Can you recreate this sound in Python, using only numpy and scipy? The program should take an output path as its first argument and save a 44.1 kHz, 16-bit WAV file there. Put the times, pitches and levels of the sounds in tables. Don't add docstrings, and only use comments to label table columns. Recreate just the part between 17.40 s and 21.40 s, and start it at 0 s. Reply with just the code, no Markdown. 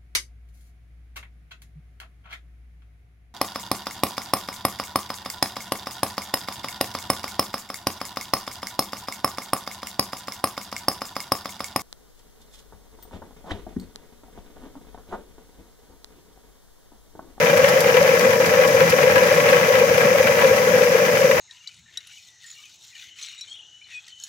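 import sys
import numpy as np
from scipy import signal
from scipy.fft import rfft, irfft
from scipy.io import wavfile

SR = 44100
rng = np.random.default_rng(int(sys.argv[2]) if len(sys.argv) > 2 else 0)


def wav_record(signal):
    frames = np.transpose(np.atleast_2d(signal))
    bounded = np.clip(frames, -1, 1)
    quanta = np.round(bounded * 32767).astype(np.int16)
    wavfile.write(sys.argv[1], SR, quanta)


N = 176400

# t/s, turn rate/Hz
SHAFT_SPEED = [(0.0, 204.4), (0.12, 207.4), (0.28, 202.4), (0.51, 206.2), (0.68, 206.9), (0.8, 202.1),
               (0.95, 206.4), (1.17, 205.8), (1.25, 201.3), (1.34, 207.1), (1.45, 202.1), (1.62, 206.2),
               (1.69, 201.7), (1.91, 207.6), (2.33, 204.7), (2.56, 208.5), (2.86, 204.2), (3.02, 208.5),
               (3.04, 204.6), (3.27, 208), (3.43, 203.0), (3.65, 207), (4.0, 202.2)]
# multiple of the shaft speed, level/dB
WHINE_PARTIALS = [(23, -55), (30, -34.5)]
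# f/Hz, relative level/dB
MOTOR_HISS_LEFT = [(2500, -12), (4200, -11), (4800, 7), (6000, 9), (6400, 4), (6750, 7), (7300, -1.5),
                   (7800, -7.5), (10500, -9), (12500, 0), (16000, -1)]
MOTOR_HISS_RIGHT = [(2500, -20.5), (4200, -26), (5100, 5), (6000, -17), (6500, -30), (7100, 1), (7800, -22),
                    (10500, -18), (12200, -11), (14500, -26), (16000, -20)]
# f/Hz, relative level/dB
TUB_HOLLOW = [(250, -49.5), (400, -26.5), (425, -21), (455, -6.5), (510, 0), (555, -6), (588, -3),
              (620, -14), (680, -29.5), (1000, -49.5)]
# t/s at the peak, relative level/dB
BOOM_SWELLS = [(0.136, -8), (0.197, -7.5), (0.244, -6), (0.365, -8.5), (.463, -8), (0.493, -9),
               (0.55, -7.5), (0.572, -9), (0.618, -7.5), (.651, -10), (0.694, -7.5), (.741, -7.5),
               (1.006, -8.5), (1.177, -11), (1.197, -5), (1.255, -9.5), (1.35, -6.5), (1.417, -6),
               (1.536, -7), (1.641, -8), (1.676, -7), (1.773, -8), (1.825, -8), (1.917, -8.5),
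               (1.985, -7.5), (2.129, -6.5), (2.288, -10), (2.308, -8), (2.35, -9.5), (2.418, -7),
               (2.441, -7.5), (2.516, -8.5), (2.583, -8), (2.655, -11.5), (2.718, -9.5), (2.753, -8.5),
               (2.808, -6.5), (3.042, -6.5), (3.055, -5.5), (3.115, -6.5), (3.132, -9.5), (3.277, -9.5),
               (3.342, -8.5), (3.383, -9.5), (3.415, -7.5), (3.523, -10), (3.554, -6), (3.817, -9.5),
               (3.849, -7), (3.902, -7)]
# f/Hz, relative level/dB
DISC_RUMBLE = [(20, -18), (48, -63), (70, -23.5), (90, -7), (125, -6), (175, 1.5), (205, -5), (230, -0.5),
               (265, -13), (370, -10), (600, -34)]
# t/s at the peak, level/dB
DISC_THUDS = [(1.504, -25), (1.77, -24), (2.465, -44), (2.652, -29)]
# f/Hz, relative level/dB
TUB_WALL_LEFT = [(200, -12.5), (370, -4), (900, -4.5), (1450, -2.5), (1700, -4.5), (2200, 1.5), (2600, -6),
                 (3300, -11), (7000, -32.5), (16000, -25.5)]
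TUB_WALL_RIGHT = [(200, -32.5), (370, -10), (700, 1), (820, 3.5), (1000, -8.5), (1170, -9.5), (1450, -7),
                  (1700, 0.5), (2250, -6.5), (2600, -10), (4200, -17), (7000, -30.5), (16000, -26)]
# f/Hz, bandwidth/Hz, left level/dB, right level/dB
TUB_MODES = [(980.8, 22, -29.5, -39), (1110.3, 20, -30.5, -49), (1300, 30, -44, -34.5),
             (1648, 47, -28.5, -45), (1726, 27, -31.5, -32.5), (1994, 32, -32, -37), (2385, 43, -33, -34),
             (2618, 67, -34.5, -57), (3030, 39, -38.5, -56)]
# t/s, relative level/dB
CLATTER_LEVEL = [(0, 0.5), (1.22, 0), (1.32, -2), (1.4, 0.5), (2.38, 1), (2.47, -2.5), (2.6, 1.5),
                 (2.73, -0.5), (2.87, 0.5), (3.55, -1)]
# t/s, relative level/dB
WALL_CLACKS = [(0.2437, -7.5), (0.569, -7), (1.405, -7.5), (1.7576, -7), (1.7804, -7.5), (2.0871, -8.5),
               (2.1291, -6), (2.3537, -8.5), (2.8701, -7), (3.0423, -10), (3.9114, -7.5)]
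# t/s, relative level/dB
SHELL_CRACKS = [(.172, -17), (.286, -15.5), (.404, -13), (1.058, -15), (1.274, -17), (1.494, -17),
                (1.5, -15), (2.575, -19), (3.774, -21.5)]
# f/Hz, relative level/dB
SHELL_SPECTRUM = [(800, -34), (2500, -0.5), (5000, 9), (8500, 0.5), (12000, 3), (16000, -8)]


def amp(db):
    return 10 ** (np.asarray(db) / 20)


def unit(x):
    return x / np.sqrt(np.mean(x ** 2) + 1e-20)


def curve(points):
    return np.interp(np.arange(N) / SR, *np.transpose(points))


def swell(s, width_s):
    return np.exp(-((np.arange(N) / SR - s) / width_s) ** 2)


def drift(hz):
    lowpass = 1 + (np.fft.rfftfreq(N, 1 / SR) / hz) ** 2
    return unit(irfft(rfft(rng.standard_normal(N)) / lowpass, N))


def add(mix, s, sound):
    part = mix[..., max(round(s * SR), 0):][..., :sound.shape[-1]]
    part += sound[..., :part.shape[-1]]


def response(points, size=8192):
    hz, db = np.transpose(points)
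    log_hz = np.log(abs(np.fft.fftfreq(size, 1 / SR)) + 1)
    log_gain = np.log(amp(np.interp(log_hz, np.log(hz), db)))
    return np.fft.ifft(np.exp(signal.hilbert(log_gain).conj())).real[:size // 2]


def colour(x, *spectra):
    taps = np.array([response(points) for points in spectra])
    return signal.fftconvolve(np.atleast_2d(x), taps / np.linalg.norm(taps[0]), axes=1)[:, :N]


def impacts(per_s, spread_db, channels=1):
    shape = (channels, N)
    strength = np.minimum(rng.exponential(1, shape), 4)
    struck = rng.random(shape) < per_s / SR
    return unit(struck * rng.choice([-1, 1], shape) * amp(spread_db * strength))


def at_microphones(x, right_db, lag_s):
    t = np.arange(N) / SR
    return np.array([x, amp(right_db) * np.interp(t - lag_s, t, x)])


def motor(flutter=.0038, hiss_db=-28.5, whine_right_db=-41):
    shaft_hz = curve(SHAFT_SPEED) * (1 + flutter * drift(hz=18))
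    angle = 2 * np.pi * np.cumsum(shaft_hz) / SR
    whine = sum(amp(db + 1.5 * drift(hz=12)) * np.sin(k * angle) for k, db in WHINE_PARTIALS)
    pulse = 1 + 0.082 * np.cos(angle) + 0.12 * np.cos(2 * angle)
    noise = rng.standard_normal((2, N)) * np.array([unit(pulse), unit(1 + pulse)])
    hiss = colour(noise, MOTOR_HISS_LEFT, MOTOR_HISS_RIGHT)
    return whine * amp([[0], [whine_right_db]]) + amp(hiss_db) * hiss


def tub_boom(boom_db=-15, limit_rms=3.9, swell_width_s=0.0065, gap_s=0.0095):
    drumming = colour(impacts(per_s=1500, spread_db=1.5), TUB_HOLLOW)[0]
    swing = signal.hilbert(unit(drumming))
    lull_db = -12.5 * swell(1.505, width_s=0.028)
    boom = amp(boom_db + lull_db) * swing.real / np.hypot(1, abs(swing) / limit_rms)
    t = np.arange(-SR // 20, SR // 20) / SR
    swells, gaps = np.zeros(N), np.zeros(N)
    for s, db in BOOM_SWELLS:
        hz = rng.normal(518.5, 21.8)
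        phase = np.angle(swing[round(s * SR)])
        envelope = amp(db + 2.5) * np.exp(-(t / swell_width_s) ** 2)
        add(swells, s + t[0], envelope * np.cos(2 * np.pi * hz * t + phase))
        add(gaps, s + t[0], np.exp(-(t / gap_s + .5) ** 4))
    return at_microphones(boom * np.maximum(1 - gaps, 0) + swells, right_db=-3.5, lag_s=0.00011)


def disc_rumble(roll_db=-31.5, surge_db=1.5):
    rolling = colour(impacts(per_s=700, spread_db=1), DISC_RUMBLE)[0]
    swing = signal.hilbert(unit(rolling))
    surges = amp(roll_db + surge_db * drift(hz=14))
    thuds = sum(amp(db) * swell(s, width_s=0.0071) for s, db in DISC_THUDS)
    thuds /= np.hypot(abs(swing), .5)
    return at_microphones(swing.real * (surges + thuds), right_db=1.5, lag_s=0.000434)


def wall_clatter(wall_db=-22.5, clump_db=1.5, clack_decay_s=0.0068, clack_low_hz=1520):
    hits = impacts(per_s=1800, spread_db=3.5, channels=2)
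    hits *= amp(curve(CLATTER_LEVEL) + clump_db * drift(hz=34.8))
    t = np.arange(SR // 6) / SR
    highpass = signal.butter(2, clack_low_hz, "highpass", fs=SR)
    for s, db in WALL_CLACKS:
        clack = amp(db + 18.5) * np.exp(-t / clack_decay_s) * rng.standard_normal((2, len(t)))
        add(hits, s, signal.lfilter(*highpass, clack))
    wall = amp(wall_db) * colour(hits, TUB_WALL_LEFT, TUB_WALL_RIGHT)
    for hz, width_hz, left_db, right_db in TUB_MODES:
        mode = np.exp(-np.pi * width_hz * t) * np.sin(2 * np.pi * (hz * t + rng.random((2, 1))))
        strikes = hits[0] * rng.choice([-1, 1], N)
        ringing = signal.fftconvolve(strikes[None], mode, axes=1)[:, :N]
        wall += amp([[left_db], [right_db]]) * unit(ringing)
    return wall


def nut_clicks(count=24, low_hz=1384, high_hz=2832, decay_s=.0036, per_s=80, level_db=-30.5):
    t = np.arange(SR // 30) / SR
    clicks = np.zeros((2, N))
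    for hz in np.geomspace(low_hz, high_hz, count):
        envelope = (1 - np.exp(-t * hz / 2)) * np.exp(-t / decay_s)
        note = envelope * np.sin(2 * np.pi * (hz * t + rng.random((2, 1))))
        clicks += signal.oaconvolve(impacts(per_s / count, spread_db=1.5), note, axes=1)[:, :N]
    return amp(level_db + curve(CLATTER_LEVEL)) * amp([[0], [-3.5]]) * unit(clicks)


def shells(grit_db=-38, clump_db=3.2, rise_s=0.0028, tail_s=0.011):
    bits = amp(grit_db + clump_db * drift(hz=25)) * impacts(per_s=1100, spread_db=3.5, channels=2)
    t = np.arange(SR // 20) / SR
    snap = np.sqrt(t / rise_s * np.exp(1 - t / rise_s))
    tail = 0.18 * np.exp(-t / tail_s)
    for s, db in SHELL_CRACKS:
        add(bits, s, amp(db - 10) * (snap + tail) * rng.standard_normal((2, len(t))))
    return colour(bits, SHELL_SPECTRUM)


def scene():
    return motor() + tub_boom() + disc_rumble() + wall_clatter() + nut_clicks() + shells()


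def record(dry, low_cut_hz=69, ceiling=.93, band_limit_hz=16000):
    thinned = signal.sosfilt(signal.butter(4, low_cut_hz, "highpass", fs=SR, output="sos"), dry)
    limited = thinned / (1 + (thinned / ceiling) ** 10) ** (1 / 10)
    lowpass = signal.firwin(511, band_limit_hz, window=("kaiser", 9), fs=SR)
    return signal.oaconvolve(limited, lowpass[None], "same")


dry = scene()
out = record(dry)
wav_record(out)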